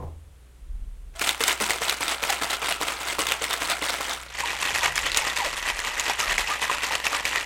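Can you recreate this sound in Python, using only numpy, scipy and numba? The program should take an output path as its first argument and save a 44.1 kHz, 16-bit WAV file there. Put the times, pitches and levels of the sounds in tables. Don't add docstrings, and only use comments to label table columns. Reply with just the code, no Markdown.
import sys
import numpy as np
from scipy import signal
from scipy.fft import rfft, irfft
from scipy.io import wavfile
from scipy.ndimage import uniform_filter1d
from numba import njit

SR = 44100
rng = np.random.default_rng(int(sys.argv[2]) if len(sys.argv) > 2 else 0)


def wrap_up_sound(samples):
    columns = np.atleast_2d(samples).T
    tamed = np.clip(columns, -1, 1)
    steps = np.round(tamed * 32767).astype(np.int16)
    wavfile.write(sys.argv[1], SR, steps)


N = 328798
TIME = np.arange(N) / SR


def undb(db):
    return 10 ** (np.asarray(db) / 20)


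def unit(x):
    return x / np.sqrt(np.mean(x ** 2) + 1e-18)


def fade(t, t60):
    return np.exp(-np.log(1000) * t / t60)


def add(out, s, x):
    i = max(int(s * SR), 0)
    out[i:i + len(x)] += x[:max(N - i, 0)]


def colour(x, points, modes=()):
    size = 8192
    f = np.maximum(np.arange(size // 2 + 1) * SR / size, 1)
    hz, db = np.transpose(points)
    gain = undb(np.interp(np.log(f), np.log(hz), db))
    resonance = sum(undb(d) / (1 + (2 * (f - c) / w) ** 2) for c, w, d in modes)
    gain = gain * (1 + resonance)
    cepstrum = irfft(np.log(unit(gain)))
    cepstrum[1:size // 2] *= 2
    cepstrum[size // 2 + 1:] = 0
    impulse = irfft(np.exp(rfft(cepstrum)))
    return signal.fftconvolve(x, impulse)[:N]


@njit
def pings(start, hz, cycles, sizes, glide):
    out = np.zeros(N)
    for k in range(len(start)):
        first = int(start[k])
        n, phase = int(cycles[k] * SR / hz[k]) + 2, 0.
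        for i in range(min(n, N - first)):
            phase += 2 * np.pi * hz[k] * (1 + glide * i / n) / SR
            out[first + i] += sizes[k] * np.exp(-6 * i / n) * np.sin(phase)
    return out


def grains(count, low_hz, high_hz, cycles, spread_db, glide):
    when, pitch, length, size = rng.random((count, 4)).T
    hz = low_hz * (min(high_hz, .4 * SR) / low_hz) ** pitch
    sizes = hz * undb(-spread_db * np.log(np.maximum(size, .02)))
    return unit(pings(when * N, hz, cycles * (.5 + length), sizes, glide))


def struck(modes, t):
    chance = rng.standard_normal((len(modes), 3))
    out = 0
    for (hz, db, t60), (level, tuning, phase) in zip(modes, chance):
        tone = np.sin(2 * np.pi * hz * (1 + 0.013 * tuning) * t + np.pi * phase)
        out = out + undb(db + 3.3 * level) * tone * fade(t, t60)
    return out


# (pitch [Hz], rms level [dB])
HUM = [(60, -50.5), (120, -66)]
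# (frequency [Hz], relative level per Hz [dB])
ROOM_AIR = [(71, -30), (120, 0), (245, -8), (511, -9), (627, -13), (3280, -19), (5040, -25), (9290, -21),
            (15800, -33)]


def background():
    hum = sum(undb(db) * np.sqrt(2) * np.sin(2 * np.pi * hz * TIME) for hz, db in HUM)
    deep = signal.butter(2, [25, 48], "bandpass", fs=SR, output="sos")
    rumble = unit(signal.sosfilt(deep, rng.standard_normal(N)))
    air = colour(rng.standard_normal(N), ROOM_AIR)
    return hum + undb(-58.5) * rumble + undb(-60) * air


# (time [s], relative level [dB])
KNOCKS = [(.001, -35.5), (0.025, -37.5), (.07, -50), (4.729, -46), (4.88, -45), (5.04, -43.5)]
# (pitch [Hz], relative level [dB], time to fall 60 dB [s])
BAR = [(81.1, 2.5, 0.94), (139.5, -3, 0.41), (195, -8, 0.17), (296, -9, 0.37), (484, -1, .12),
       (720, -9, 0.11), (885, -6, .12), (1037, -4, 0.099)]


def knocks():
    out, t = np.zeros(N), TIME[:SR]
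    dull_colour = [(60, 9), (200, -6.5), (600, -7.5), (1050, -12), (1400, -27), (4000, -41), (12000, -46)]
    dull = colour(rng.standard_normal(N), dull_colour)
    for s, db in KNOCKS:
        echo = undb(1.0) * dull[int(s * SR):][:len(t)] * fade(t, 0.36)
        onset = 1 - fade(t, 0.00071)
        add(out, s, undb(db - 1) * (struck(BAR, t) + echo) * onset)
    return out


# (time [s], length [s], level [dB])
BUMPS = [(0.607, 0.63, -40.5), (0.695, 0.26, -39), (4.926, 0.4, -45.5), (5.418, 0.7, -46.5),
         (6.269, 0.2, -39)]


def bumps():
    out = np.zeros(N)
    rub_colour = [(20, 9.5), (50, 19), (110, -6.0), (200, -10.0), (500, -37), (2000, -52), (10000, -83)]
    rub = colour(rng.standard_normal(N), rub_colour)
    for s, length, db in BUMPS:
        u = np.linspace(0, 1, int(length * SR))
        deep = np.sin(2 * np.pi * 36 * (s + u * length))
        shudder = deep + undb(-7.0) * rub[int(s * SR):][:len(u)]
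        add(out, s, undb(db) * unit(shudder * u ** .5 * (1 - u)))
    return out


# (time [s], outward throw level [dB], return level [dB], return comes after [s]), levels relative
SHAKES = [(1.21, -29.5, -29.5, 0.067), (1.405, -27, -24, 0.071), (1.606, -25.5, -26.5, 0.1),
          (1.812, -28.5, -26, 0.07), (2.005, -28, -25.5, 0.088), (2.226, -27.5, -24.5, 0.072),
          (2.415, -27, -25.5, 0.092), (2.621, -27.5, -27.5, 0.07), (2.807, -28.5, -28, 0.074),
          (3.005, -33.5, -27.5, .08), (3.188, -27.5, -25.5, 0.1), (3.414, -30, -28, 0.095),
          (3.614, -28.5, -26, 0.086), (3.818, -28.5, -28.5, 0.077), (4.001, -30, -28, 0.094),
          (4.388, -31, -28.5, 0.11), (4.616, -29.5, -27, 0.056), (4.753, -26.5, -24, 0.097),
          (4.967, -28.5, -26, 0.095), (5.167, -24.5, -26.5, .106), (5.367, -27.5, -25.5, 0.094),
          (5.566, -36, -25.5, 0.11), (5.78, -32, -27, 0.09), (5.98, -29, -25.5, 0.11),
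          (6.194, -25, -25, 0.11), (6.39, -25.5, -25, 0.12), (6.622, -26, -25.5, 0.11),
          (6.829, -26.5, -26.5, 0.11), (7.048, -27, -25.5, 0.1), (7.255, -27, -24.5, 0.11)]
# (treble against body [dB], rise [s], hold [s], time to fall 60 dB [s])
TWO_HAND_SWING = [(-5.5, 0.009, 0.025, 0.36), (-6.5, .012, 0.032, 0.22)]
ONE_HAND_SWING = [(-4, 0.016, 0.013, 0.26), (-8.5, 0.039, 0.013, 0.25)]
REGRIP_S = 4.3
LIQUID_LAG_S = .006


def landings():
    rows = []
    for s, out_db, back_db, after in SHAKES:
        outward, back = TWO_HAND_SWING if s < REGRIP_S else ONE_HAND_SWING
        rows += [(s + LIQUID_LAG_S, out_db, *outward), (s + after, back_db, *back)]
    return rows


# (time [s], relative level [dB])
SWIRL = [(1.135, -58), (1.17, -43.5), (1.3, -39), (4.15, -36), (4.3, -45.5), (4.38, -33.5), (7.45, -36.5)]
# (time [s], relative level [dB])
BRIGHTNESS = [(1.3, 3.5), (2.3, 0.3), (4.4, 1), (7.4, -1.1)]


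def surges():
    t = np.linspace(0, N / SR, N // 32)
    body = undb(np.interp(t, *np.transpose(SWIRL))) ** 2 * (t > SWIRL[0][0])
    spray = body * undb(-7.5) ** 2
    for s, db, treble_db, rise, hold, t60 in landings():
        swell = np.exp(-(np.minimum(t - s, 0) / rise) ** 2)
        shape = swell * fade(np.maximum(t - s - hold, 0), t60)
        body = body + (undb(db) * shape) ** 2
        spray = spray + (undb(db + treble_db) * shape) ** 2
    brightness = undb(np.interp(t, *np.transpose(BRIGHTNESS)))
    return np.interp(TIME, t, np.sqrt(body)), np.interp(TIME, t, np.sqrt(spray) * brightness)


# (frequency [Hz], relative level per Hz [dB])
TWO_HANDS = [(59, -65), (100, -15), (124, -17), (380, -3), (460, -4), (631, -2), (925, 0.5), (1120, -0.5),
             (1270, 0), (1710, -0.5), (2160, -2), (3370, -2.5), (5480, -7.5), (8370, -8.5), (15800, -18)]
ONE_HAND = [(59, -23), (100, -18.5), (238, -15), (490, -7.5), (659, -7.5), (925, -3), (1410, -5),
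            (1940, -3), (2160, -3.5), (2720, -4.5), (4930, -9), (7370, -8.5), (9910, -15.5), (14800, -21.5),
            (15800, -45)]
# (frequency [Hz], width [Hz], relative level [dB])
HELD_MODES = [(694, 72, -12), (1330, 33, 1), (1430, 60, -10), (2113, 150, -2), (2350, 70, -10),
              (3640, 58, -17), (8200, 1500, -7.5)]
FREE_MODES = [(1050, 180, -21), (1880, 110, -1), (1998, 46, -2), (2520, 340, -10), (6840, 1000, -50)]


def tin(x):
    free = np.clip((TIME - REGRIP_S) * 10 + .5, 0, 1)
    return (1 - free) * colour(x, TWO_HANDS, HELD_MODES) + free * colour(x, ONE_HAND, FREE_MODES)


def crackle():
    chance, size = rng.random((2, N))
    hits = chance < 210 / SR
    ticks = hits * undb(-4.5 * np.log(np.maximum(size, .1)))
    t = TIME[:SR // 12]
    crumble = fade(t, 0.0049) + undb(-8.5) * fade(t, 0.043)
    power = signal.fftconvolve(ticks ** 2, crumble ** 2)[:N]
    return unit(np.sqrt(np.abs(power)) * rng.standard_normal(N))


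def slosh():
    body, spray = surges()
    bubbles = grains(count=4200, low_hz=456.0, high_hz=3556, cycles=23.6, spread_db=2.5, glide=-0.088)
    chips = grains(count=3200, low_hz=2506, high_hz=11800, cycles=19.0, spread_db=4.0, glide=0.)
    foam = rng.standard_normal(N)
    mix = undb(-11.5) * bubbles + undb(-6.5) * chips + undb(-1) * crackle() + undb(-6.0) * foam
    inside = tin(mix)
    low = signal.sosfiltfilt(signal.butter(2, 3800, fs=SR, output="sos"), inside)
    return undb(-0.96) * body * unit(low) + undb(-1.34) * spray * unit(inside - low)


# (time [s], start pitch [Hz], end pitch [Hz], length [s], relative level [dB])
GULPS = [(1.15, 654, 743, 0.11, -50.5), (1.609, 241, 189, 0.042, -37), (2.295, 852, 700, 0.024, -27.5),
         (4.435, 957, 915, 0.018, -27), (4.811, 1010, 680, .07, -33), (5.216, 970, 765, 0.033, -33.5),
         (5.391, 1044, 698, 0.06, -30.5), (5.453, 675, 470, 0.027, -32.5), (6.226, 1184, 1330, .023, -28.5),
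         (6.908, 890, 860, .012, -28), (6.098, 970, 860, 0.0058, -22), (6.504, 1190, 1273, .04, -29),
         (6.696, 1040, 930, .014, -23.5), (7.127, 1142, 1270, 0.046, -32)]


def gulps():
    out = np.zeros(N)
    for s, start_hz, end_hz, length, db in GULPS:
        u = np.linspace(0, 1, int(length * SR))
        waver = unit(uniform_filter1d(rng.standard_normal(len(u)), size=100))
        hz = (start_hz + (end_hz - start_hz) * u) * (1 + 0.041 * waver)
        tone = np.sin(2 * np.pi * np.cumsum(hz) / SR)
        add(out, s, undb(db - 0.5) * unit(tone * u ** 0.39 * (1 - u)))
    return out


RATTLE_DB, RATTLE_SPREAD_DB = -3, 1.5
RATTLE_WINDOW_S, RATTLE_LEAD_S = .07, .015
RATTLE_HELD_HZ, RATTLE_FREE_HZ, RATTLE_OCTAVES = 3100, 2220, 0.415


def rattle(count):
    rows = []
    for s, db, *_ in landings():
        centre = RATTLE_HELD_HZ if s < REGRIP_S else RATTLE_FREE_HZ
        for late, (size, pitch) in zip(rng.random(count), rng.standard_normal((count, 2))):
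            when = s - RATTLE_LEAD_S + RATTLE_WINDOW_S * late
            level_db = db + RATTLE_DB + RATTLE_SPREAD_DB * size
            hz = min(centre * 2 ** (RATTLE_OCTAVES * pitch), SR / 4)
            rows.append((when, level_db, hz))
    return rows


# (level against that landing [dB], ring pitch [Hz])
LEAD_CUBES = [(1.5, 1090), (2, 4000)]


def lead_cubes():
    rows = []
    for (s, db, *_), (lift_db, hz) in zip(landings(), LEAD_CUBES * len(SHAKES)):
        if s < REGRIP_S:
            rows.append((s, db + lift_db, hz))
    return rows


# (time [s],
# relative level [dB], ring pitch [Hz])
CLACKS = [(1.195, -25.5, 5150), (1.216, -19, 2440), (1.272, -22.5, 2600), (1.292, -14.5, 3630),
          (1.438, -15, 3700), (1.48, -14.5, 7600), (1.706, -15.5, 2200), (1.896, -14.5, 3930),
          (2.081, -19.5, 3690), (2.237, -18, 2500), (2.302, -19, 7100), (2.724, -20, 2800),
          (3.185, -24.5, 1075), (3.269, -19, 3570), (3.321, -16, 2780), (3.442, -20, 2180),
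          (3.53, -19, 3610), (4.233, -35, 2230), (4.406, -20.5, 1840), (4.629, -19.5, 2700),
          (4.785, -19.5, 1950), (4.858, -17.5, 2180), (4.957, -20, 7100), (4.979, -18, 2220),
          (5.118, -22, 4070), (5.146, -18, 3870), (5.172, -10.5, 6960), (5.374, -21.5, 3600),
          (5.791, -23, 1870), (5.997, -19, 7000), (6.381, -16, 2200), (6.698, -24, 1220),
          (6.953, -20, 3000), (7.067, -15.5, 2550), (7.13, -23, 1360), (7.253, -18.5, 2250)]


def cubes():
    rings, cracks = np.zeros(N), np.zeros(N)
    t = TIME[:SR // 25]
    for s, db, hz in CLACKS + lead_cubes() + rattle(count=2):
        hardness = np.log2(hz / 3000)
        ring = np.sin(2 * np.pi * hz * t) * fade(t, 0.0078 * 1.66 ** -hardness)
        decay = fade(t, 0.013 * 0.76 ** -hardness) + undb(-22.5) * fade(t, 0.063)
        crack = rng.standard_normal(len(t)) * decay
        crack = signal.sosfilt(signal.butter(2, 0.35 * hz, "highpass", fs=SR, output="sos"), crack)
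        add(rings, s, undb(db + 0.81 * hardness) * ring)
        add(cracks, s, undb(db + 0.97 * hardness) * crack)
    return undb(7.5) * rings + undb(1.0) * tin(cracks) + undb(-12.5) * cracks


# (pitch [Hz], relative level [dB], time to fall 60 dB [s])
TIN_END = [(130, -29, 0.4), (170, -25, 0.25), (299, 0, 0.069), (400, -8, 0.073), (458, 3, 0.062),
           (547, 0, 0.06), (816, -1, 0.04), (1190, -10, .045)]
USUAL_DB = -27
THUD_DB, THUD_PER_DB, THUD_SPREAD_DB = -30.5, 1.3, .8


def thuds():
    out, t = np.zeros(N), TIME[:SR // 5]
    for s, db, *_ in SHAKES:
        if s < REGRIP_S:
            level_db = THUD_DB + THUD_PER_DB * (db - USUAL_DB) + THUD_SPREAD_DB * rng.standard_normal()
            cushion = 1 - fade(t, 0.011)
            add(out, s, undb(level_db) * struck(TIN_END, t) * cushion)
    return out


def room(x):
    t = TIME[:SR // 2]
    tail = rng.standard_normal(len(t)) * fade(t, 0.2) * (t > .003)
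    tail = signal.sosfilt(signal.butter(1, 5000, fs=SR, output="sos"), tail)
    return x + undb(-17.5) * signal.fftconvolve(x, tail / np.linalg.norm(tail))[:N]


def scene():
    shaker = slosh() + gulps() + cubes() + thuds()
    return (background() + knocks() + bumps() + room(shaker))[None]


def record(dry):
    top_cut = signal.ellip(10, .2, 70, 16000, fs=SR, output="sos")
    return signal.sosfilt(top_cut, np.clip(dry, -1, 1))


dry = scene()
out = record(dry)
wrap_up_sound(out)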